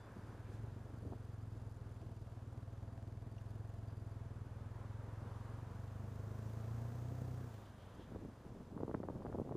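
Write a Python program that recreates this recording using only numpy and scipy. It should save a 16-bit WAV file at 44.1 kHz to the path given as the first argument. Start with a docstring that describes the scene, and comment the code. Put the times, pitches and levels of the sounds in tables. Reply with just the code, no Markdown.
"""The thump of a single-cylinder four-stroke motorcycle, heard from the rider's helmet on a wide city road.
Each firing rings the exhaust pipe, the piston knocks in the crankcase and the valve gear ticks in the head.
The engine pulls up, air hissing at the intake, then the throttle shuts. Shaped noise makes the tyres, which
roar and hiss as cars go by; a car engine hums alongside late on. Wind rumbles at the microphone, and short
packets of filtered noise make its buffets, which crowd into the gusts towards the end."""
import sys
import numpy as np
from scipy import signal
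from scipy.fft import rfft, irfft
from scipy.io import wavfile
from scipy.ndimage import uniform_filter1d

SR = 44100
rng = np.random.default_rng(int(sys.argv[2]) if len(sys.argv) > 2 else 0)


def int16_out(signal):
    """Quantize to a 16-bit WAV file."""
    q = np.round(np.clip(np.atleast_2d(signal).T, -1, 1) * 32767)
    wavfile.write(sys.argv[1], SR, q.astype(np.int16))


N = 421596

# engine speed, one firing per engine cycle: start_s, firing_rate_hz
FIRING_RATE = [(0.0, 17.407), (0.058, 16.089), (0.77, 23.68), (1.88, 19.956), (2.427, 19.441),
               (3.322, 20.793), (3.756, 21.894), (4.446, 19.562), (5.022, 22.048), (5.175, 21.233),
               (6.327, 26.431), (7.199, 31.146), (7.43, 31.249), (7.56, 26.5), (7.75, 23.7), (9.56, 23.2)]
# cars going by: nearest_s, fade_s (roar falls 3 dB in this time; sign ignored), roar_db, hiss_db,
# tread_air_db, tread_air_pitch_hz
PASSES = [(.1, 0.84, -64.5, -81, -72.5, 1470), (.48, -0.03, -75, -74.5, -74.5, 2090),
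          (4.95, 0.73, -68.5, -86, -79, 1660), (5.38, 0.45, -62, -77.5, -69.5, 1010),
          (6.6, 0.47, -63, -86, -82, 1080), (7.45, 0.65, -65, -94, -81, 1600),
          (8.1, .5, -78, -82, -79, 1690)]


def undb(db):
    """Decibels to gain."""
    return 10 ** (np.asarray(db) / 20)


def curve(rows):
    """Rows of (s, value), joined by straight lines in time."""
    rows = np.array(rows)
    return np.interp(np.arange(N) / SR, rows[:, 0], rows[:, 1])


def swell(start, length, rise, fall):
    """Rise before the start, hold for the length and fall, between 0 and 1; times in seconds."""
    corners = [start - rise, start, start + length, start + length + fall]
    return np.interp(np.arange(N) / SR, corners, [0, 1, 1, 0])


def unit(x):
    """Scale to rms 1."""
    return x / np.sqrt(np.mean(x ** 2))


def noise():
    """White noise."""
    return rng.standard_normal(N)


def walk(rate):
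    """Random levels held for 1 / rate seconds and smoothed twice; spread near 1."""
    hold = int(SR / rate)
    steps = np.repeat(noise()[:N // hold + 1], hold)
    smooth = uniform_filter1d(uniform_filter1d(steps, hold), hold)
    return 1.61 * smooth[:N]


def colour(x, points):
    """Shape a sound by a (Hz, dB) spectrum, thinned below its first frequency, at rms 1."""
    hz, db = np.transpose(points)
    f = np.maximum(np.arange(N // 2 + 1) * SR / N, 1)
    low_cut = f ** 2 / (f ** 2 + hz[0] ** 2)
    gain = undb(np.interp(np.log(f), np.log(hz), db)) * low_cut
    return unit(irfft(rfft(x) * gain, N))


def ring(x, modes):
    """Drive a set of (Hz, width Hz, dB) resonances, at rms 1."""
    total = 0
    for hz, width, db in modes:
        b, a = signal.iirpeak(hz, hz / width, SR)
        total = total + undb(db) * signal.lfilter(b, a, x)
    return unit(total)


def resonate(x, points):
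    """Ring a hollow body given by its (Hz, dB) response: the sound follows the push, at rms 1."""
    hz, db = np.transpose(points)
    f = np.maximum(np.arange(8193) * SR / 16384, 1)
    cepstrum = irfft(np.log(undb(np.interp(np.log(f), np.log(hz), db))))
    # folding the cepstrum forward in time gives a minimum-phase response
    causal = 1 + np.sign(np.fft.fftfreq(len(cepstrum)))
    response = irfft(np.exp(rfft(cepstrum * causal)))
    return unit(signal.fftconvolve(x, response)[:N])


def strokes(cycles, scatter_db):
    """One impulse of uneven size each time the cycle count reaches a whole number."""
    return np.diff(np.floor(cycles), prepend=-1) * undb(scatter_db * noise())


def gate(cycles, place, width):
    """A smooth opening once a cycle; place and width are shares of the cycle."""
    from_place = (cycles - place + .5) % 1 - .5
    return np.exp(-.5 * (from_place / width) ** 2)


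def exhaust(cycles):
    """Each firing pushes a slug of gas into the pipe; a bark and a rough puff follow it and shake the casing."""
    # response of silencer and pipe: frequency_hz, relative_db
    pipe = [(20, -42.5), (40, -3), (58, -6.5), (80, 2), (95, 5), (107, 10.5), (124, 3), (142, -5.5),
            (175, -17), (245, -10), (310, -31), (430, -32), (560, -36.5), (3000, -81.5)]
    # tones the pipe sings at high revs: multiple_of_firing_rate, relative_db
    load_tones = [(8, -13), (9, -17.5), (14, -27), (23, -24), (24, -23.5), (26, -28)]
    # sharp edge of each exhaust stroke: frequency_hz, relative_db
    bark_response = [(120, -35), (180, -19), (225, -6), (265, 1), (320, -13.5), (390, -3), (460, -1),
                     (540, -12.5), (900, -24), (2500, -53)]
    # colour of the rough puff of gas: frequency_hz, relative_db
    puff_colour = [(150, 11.5), (260, 0.5), (450, -5), (700, -19.5), (1400, -34), (3000, -42)]
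    # ringing of engine casing and fairing: frequency_hz, width_hz, relative_db
    casing = [(250.5, 26, 3.5), (432, 11, 1.5), (1014, 12, -12)]
    # throttle eased open, held, opened wide, shut: start_s, opening (0-1)
    throttle = [(0, 0.08), (.45, 0.56), (5.3, 0.65), (6.1, 0.72), (7.41, 0.81), (7.56, 0.2), (7.85, 0)]
    push_lead_s = .0043  # the push starts this early, so the thump lands on the beat after the chambers' delay
    chamber_hz, chamber_q = 120, .3
    shut_db, open_gain_db = -62, 16  # base level with the throttle shut, and what full throttle adds

    firing_hz = curve(FIRING_RATE)
    early_cycles = cycles + push_lead_s * firing_hz
    firing = strokes(early_cycles + .005 * walk(25), scatter_db=.6)
    # the piston's other down-stroke draws air: a weak pulse half a cycle later
    suction = strokes(early_cycles + .5, scatter_db=3)
    # the silencer's chambers hold back the bass of each push
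    _, chambers = signal.iirpeak(chamber_hz, chamber_q, SR)
    push = signal.lfilter(chambers[::-1], chambers, -firing - undb(-22.5) * suction)

    # at higher revs the gas is hotter, so the pipe rings higher
    heat = np.interp(firing_hz, [22, 30], [0, 1])
    hot_pipe = [(1.064 * hz, db) for hz, db in pipe]
    thump = (1 - heat) * resonate(push, pipe) + heat * resonate(push, hot_pipe)

    tones = 0
    for multiple, db in load_tones:
        tones = tones + undb(db + 2 * walk(9.9)) * np.sin(2 * np.pi * multiple * early_cycles)
    tones = heat * tones

    bark = resonate(-strokes(cycles - .165 + .003 * walk(25), scatter_db=2.5), bark_response)
    burn = undb(1.8 * walk(25))
    puff = colour(noise() * burn * gate(cycles, place=.16, width=.049), puff_colour)
    shake = noise() * (.15 + gate(cycles, place=.1, width=.1))
    rough = undb(-21) * bark + undb(-17) * puff + undb(-23.5) * ring(shake, casing)
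    # the rough part gains up to 6.5 dB with heat
    mix = undb(3.5) * thump + undb(3.0) * tones + undb(6.5 * heat) * rough
    return mix * undb(shut_db + open_gain_db * curve(throttle))


def piston_knock(cycles):
    """Combustion slaps the piston on the bore once a cycle: a knock and short rattle ring the crankcase."""
    # ringing of the crankcase: frequency_hz, width_hz, relative_db
    crankcase = [(560, 28, 0), (673, 16.6, 12.5), (718, 16, -1.5), (827, 26, -11), (1055, 20, -13),
                 (1360, 57, -20), (1560, 124, -12.5)]
    # level of the knock: start_s, level_db
    knock_level = [(0, -80), (1.8, -77), (2.05, -70.5), (4.0, -71.5), (4.4, -77), (6.0, -73), (6.5, -68.5),
                   (7.6, -68.5), (7.8, -78)]
    knock = strokes(cycles - .06 + .002 * walk(25), scatter_db=2)
    rattle = noise() * gate(cycles, place=.1, width=.075)
    both = ring(knock, crankcase) + undb(-6) * ring(rattle, crankcase)
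    return unit(both) * undb(curve(knock_level))


def valve_gear(cycles):
    """Valves open and seat at fixed places in the cycle, ringing the finned head."""
    # knocks in one engine cycle: place (0-1 of the cycle), relative_db
    valves = [(0.0, 4), (.18, 2.5), (.62, 1.5), (.8, -0.5)]
    # ringing of the cylinder head: frequency_hz, width_hz, relative_db
    head = [(4715, 35, 5), (5000, 68, -5), (6300, 140, -7), (7010, 120, -3), (8270, 86, -6.5),
            (9130, 29, 2), (10060, 83, -6)]
    # colour of the clatter: frequency_hz, relative_db
    clatter_colour = [(1500, -3), (4000, 2.5), (7000, -4), (11000, 1), (15000, -2)]
    # base level of the clatter: start_s, level_db
    clatter_level = [(0, -83), (1.0, -82.5), (1.4, -79), (2.4, -85), (3.0, -86.5), (3.7, -79), (4.0, -80),
                     (4.2, -88), (7.4, -81), (8.4, -87)]
    knocks = sum(undb(db) * gate(cycles, place, width=.028) for place, db in valves)
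    # every second cycle clatters a little harder
    alternation_db = 1.2 * np.cos(np.pi * cycles)
    rattle = noise() * knocks * undb(1.2 * walk(60) + 1.0 * walk(12) + alternation_db)
    mix = undb(-7) * colour(rattle, clatter_colour) + undb(-6.0) * ring(rattle, head)
    return mix * undb(curve(clatter_level))


def brake():
    """The last moment of a faint brake squeal: wavering tones of the disc."""
    # tones of the disc: frequency_hz, level_db
    disc_tones = [(3478, -80), (4823, -83)]
    t = np.arange(N) / SR
    squeal = 0
    for hz, db in disc_tones:
        squeal = squeal + undb(db) * np.sin(2 * np.pi * hz * t + .52 * walk(60))
    return squeal * swell(0, .061, rise=.01, fall=.026)


def tyre_levels():
    """Gains of roar and hiss: the bike's own tyres plus each car, which swells as it comes near."""
    own_roar_db, own_hiss_db = -69.5, -79.5
    hiss_lag_s, hiss_fall = .061, 1.36  # tread hiss is thrown backwards and dies away faster than the roar
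    t = np.arange(N) / SR
    roar_power, hiss_power = undb(own_roar_db) ** 2, undb(own_hiss_db) ** 2
    for nearest, fade_s, roar_db, hiss_db, _, _ in PASSES:
        roar_distance = np.hypot(1, (t - nearest) / fade_s)
        hiss_distance = np.hypot(1, (t - nearest - hiss_lag_s) / fade_s)
        roar_power = roar_power + (undb(roar_db) / roar_distance) ** 2
        hiss_power = hiss_power + (undb(hiss_db) / hiss_distance ** hiss_fall) ** 2
    return np.sqrt(roar_power), np.sqrt(hiss_power)


def road():
    """Tread roar and finer hiss, both noise that differs only a little between the ears."""
    # colour of the tread roar: frequency_hz, relative_db (per Hz)
    roar_colour = [(25, 0), (60, -15), (170, -19), (300, 2.5), (500, 6), (700, 2), (1000, 2.5), (1650, -5),
                   (2100, -13.5), (3200, -24), (5000, -38.5)]
    # colour of the tread hiss: frequency_hz, relative_db (per Hz)
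    hiss_colour = [(1000, 6.5), (2500, 5.5), (3600, 4.5), (4300, 1.5), (5500, 0), (6500, 0), (8000, -3.5),
                   (12000, -6.5), (15000, -24.5)]
    roar_gain, hiss_gain = tyre_levels()
    roar = colour(noise(), roar_colour) * roar_gain * undb(.65 * walk(17))
    hiss = colour(noise(), hiss_colour) * hiss_gain * undb(.35 * walk(14.0))
    side_hiss = colour(noise(), hiss_colour) * hiss_gain * undb(-8.5)
    side_roar = undb(-89) * colour(noise(), roar_colour)
    # the side signal has opposite signs left and right
    return roar + hiss + (side_hiss + side_roar) * np.array([[1], [-1]])


def tread_air():
    """Air pumped from the tyre grooves brightens each car at its nearest; every tread has its own pitch."""
    width_share = .44  # width of each resonance, as a share of its pitch
    t = np.arange(N) / SR
    out = 0
    for nearest, fade_s, _, _, db, hz in PASSES:
        groove = [(hz, width_share * hz, 0)]
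        nearness = 1 / (1 + ((t - nearest) / fade_s) ** 2)
        out = out + ring(ring(noise(), groove), groove) * undb(db) * nearness
    return out


def wind_level():
    """Nominal wind at the microphone in dB: the breeze, joined by the strongest gust that is blowing."""
    # gusts: start_s, length_s, level_db
    gust_rows = [(0.143, 0.96, -66), (1.043, 0.095, -57), (2.052, 0.049, -64.5), (7.99, 0.022, -61.5),
                 (8.092, 0.19, -59.5), (8.463, 0.15, -59), (8.73, 0.28, -57), (9.054, 0.28, -56),
                 (9.26, 0.15, -53.5), (9.473, 0.099, -52)]
    breeze_db = -68.5  # steady airflow over the helmet
    rise_s, fall_s = .043, .034
    gusts = [undb(db) * swell(start, length, rise_s, fall_s) for start, length, db in gust_rows]
    return 20 * np.log10(np.hypot(undb(breeze_db), np.max(gusts, axis=0)))


def wind():
    """Eddies break on the microphone: a lumpy rumble that brightens as the gust grows."""
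    # colour of the rumble: frequency_hz, relative_db (per Hz)
    rumble_colour = [(25, 3), (60, 2), (95, 8), (165, 1), (230, 2), (380, -6), (600, -15), (1000, -22.5),
                     (1600, -53), (5000, -54)]
    # colour of the fine flutter: frequency_hz, relative_db (per Hz)
    flutter_colour = [(150, 5), (340, 3.5), (550, 4), (1000, -25), (1600, -37), (2500, -50), (5000, -72)]
    gust_db = wind_level()
    lumps = undb(2.4 * walk(170) + 1.1 * walk(35))
    # flutter gains on the rumble in stronger wind
    flutter = undb(.32 * (gust_db + 31.5)) * colour(noise() * lumps, flutter_colour)
    rumble = undb(4.5 - .14 * (gust_db + 46.0)) * colour(noise() * lumps, rumble_colour)
    return (rumble + flutter) * undb(gust_db)


def small_buffets():
    """Vortices at random times, as strong as the wind is then: rows of start, peak, pitch, length."""
    rate_per_s = 65
    above_wind_db, scatter_db = 9, 1  # peak above the wind's level, and its spread either way
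    centre_hz, length_s = 418, .00552
    wind_db = wind_level()
    rows = []
    for when, size, pitch in rng.random((int(rate_per_s * N / SR), 3)):
        peak_db = wind_db[int(when * N)] + above_wind_db + scatter_db * (2 * size - 1)
        # pitches spread over one octave
        rows.append((when * N / SR, peak_db, centre_hz * 2 ** (pitch - .5), length_s))
    return rows


def buffets():
    """A vortex hits the microphone: one sharp pressure swing inside a packet of turbulence."""
    # buffets at set times, strong and weak: start_s, peak_db, pitch_hz (upper edge of the band), length_s
    timed_buffets = [(0.151, -46.5, 260, 0.039), (1.048, -43, 298, 0.02), (1.076, -44, 400, 0.02),
                     (1.12, -39.5, 730, 0.014), (1.132, -40, 560, 0.0063), (5.246, -45, 262, 0.035),
                     (7.992, -46.5, 477, 0.011), (8.146, -42, 470, 0.0063), (8.154, -40.5, 480, 0.018),
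                     (8.245, -41, 346, 0.015), (8.279, -45, 258, 0.016), (8.763, -35, 333, 0.005),
                     (8.776, -44, 594, 0.0043), (8.801, -36, 380, 0.0063), (8.804, -38, 620, 0.0095),
                     (8.832, -28.5, 517, 0.0028), (8.877, -33.5, 470, 0.0095), (8.889, -36.5, 480, 0.023),
                     (8.911, -36, 694, 0.0058), (8.941, -31, 515, .004), (8.946, -30.5, 1330, 0.0012),
                     (8.947, -29, 332, 0.0056), (8.972, -40.5, 557, 0.003), (9, -34.5, 427, 0.0057),
                     (9.031, -38.5, 636, 0.0025), (9.036, -35, 635, 0.0039), (9.052, -52, 600, 0.0033),
                     (9.085, -32, 610, 0.0044), (9.097, -37, 466, 0.0081), (9.121, -42, 440, 0.003),
                     (9.15, -51, 560, 0.0025), (9.164, -45, 760, 0.005), (9.219, -45, 700, 0.0078),
                     (9.249, -35, 590, 0.002), (9.254, -35.5, 554, 0.013), (9.264, -38.5, 850, 0.0053),
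                     (9.298, -38.5, 515, 0.0062), (9.324, -41, 760, 0.0093), (9.344, -32, 524, 0.011),
                     (9.354, -34, 597, 0.0059), (9.385, -31, 474, 0.0029), (9.398, -30, 480, 0.0019),
                     (9.413, -30.5, 383, 0.0081), (9.449, -44, 480, 0.0035), (9.473, -41, 455, 0.005),
                     (9.492, -40, 600, 0.003), (9.507, -34.5, 380, 0.0076), (9.521, -33.5, 630, 0.0056),
                     (9.548, -33.5, 380, 0.014)]
    wake_db, wake_s = -37.5, .017  # turbulence trailing each buffet before filtering, and its decay time
    finest_ratio, finest_hz = 2.4, 2100  # fine eddies roll off above this multiple of pitch, or this limit
    out = np.zeros(N + SR)
    age = np.arange(SR // 8) / SR
    for start, db, hz, length_s in [*timed_buffets, *small_buffets()]:
        rise = age / (.3 * length_s)
        wake = undb(wake_db) * np.minimum(rise, 1) * np.exp(-age / wake_s)
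        packet = rise ** 2 * np.exp(-2 * rise)
        swirl = rng.standard_normal(len(age)) * (packet + wake)
        # the core of the vortex, which outweighs the turbulence in a short buffet
        swirl[np.searchsorted(rise, 1)] += 1.4
        band = signal.butter(2, [.28 * hz, hz], "band", fs=SR, output="sos")
        swirl = signal.sosfilt(band, swirl)
        # a broad vortex holds few fine eddies
        fine_cut = signal.butter(4, min(finest_ratio * hz, finest_hz), fs=SR, output="sos")
        swirl = signal.sosfilt(fine_cut, swirl)
        first = int(start * SR)
        out[first:first + len(age)] += undb(db) * swirl / np.abs(swirl).max()
    return out[:N]


def intake():
    """Air hisses past the throttle, growing as the engine revs up."""
    # colour of the hiss: frequency_hz, relative_db
    air_colour = [(2000, 12), (4500, 6.5), (6500, 9), (9000, 1.5), (11500, -1), (15000, 3)]
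    from_hz, rise_hz = 22.5, 4.8  # the hiss starts at this firing rate and is full that much higher
    flow = np.clip((curve(FIRING_RATE) - from_hz) / rise_hz, 0, 1)
    return colour(noise(), air_colour) * flow * undb(-73.5)


def scrapes():
    """Loose fittings on the bike scrape briefly: short bursts of noise through their resonances."""
    # short soft scrapes: start_s, level_db
    scrape_rows = [(3.381, -68.5), (3.901, -77)]
    bursts = sum(undb(db) * swell(start, .003, rise=.003, fall=.014) for start, db in scrape_rows)
    fitting = [(2900, 760, 6), (4200, 700, -1), (5570, 700, 0)]  # frequency_hz, width_hz, relative_db
    return bursts * ring(ring(noise(), fitting), fitting)


def passing_car():
    """The hum of a car engine close by, two harmonics of its turning, with a soft whirr of noise on top."""
    # engine of the car alongside: start_s, length_s, level_db
    car_row = (7.68, 0.23, -64)
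    fade_s = .47
    turn = 2 * np.pi * 30.0 * np.arange(N) / SR + .13 * walk(1.2)  # 30 turns a second, drifting slightly
    hum = np.sin(2 * turn) + undb(-20) * np.sin(3 * turn)
    whirr = ring(noise(), [(3170, 450, 1), (3500, 220, -10)]) * undb(2 * walk(25))
    start, length, db = car_row
    return (hum + undb(-15.5) * whirr) * undb(db) * swell(start, length, fade_s, fade_s)


def scene():
    """Engine, road, neighbouring car and wind, all close to the helmet."""
    cycles = np.cumsum(curve(FIRING_RATE)) / SR
    engine = exhaust(cycles) + piston_knock(cycles) + valve_gear(cycles) + intake()
    bike = engine + brake() + scrapes()
    traffic = road() + tread_air() + passing_car()
    return bike + traffic + wind() + buffets()


def record(dry):
    """The camera cuts the top: a steep low-pass at 15250 Hz."""
    low_pass = signal.ellip(10, .2, 70, 15250, fs=SR, output="sos")
    return signal.sosfilt(low_pass, dry)


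dry = scene()
out = record(dry)
int16_out(out)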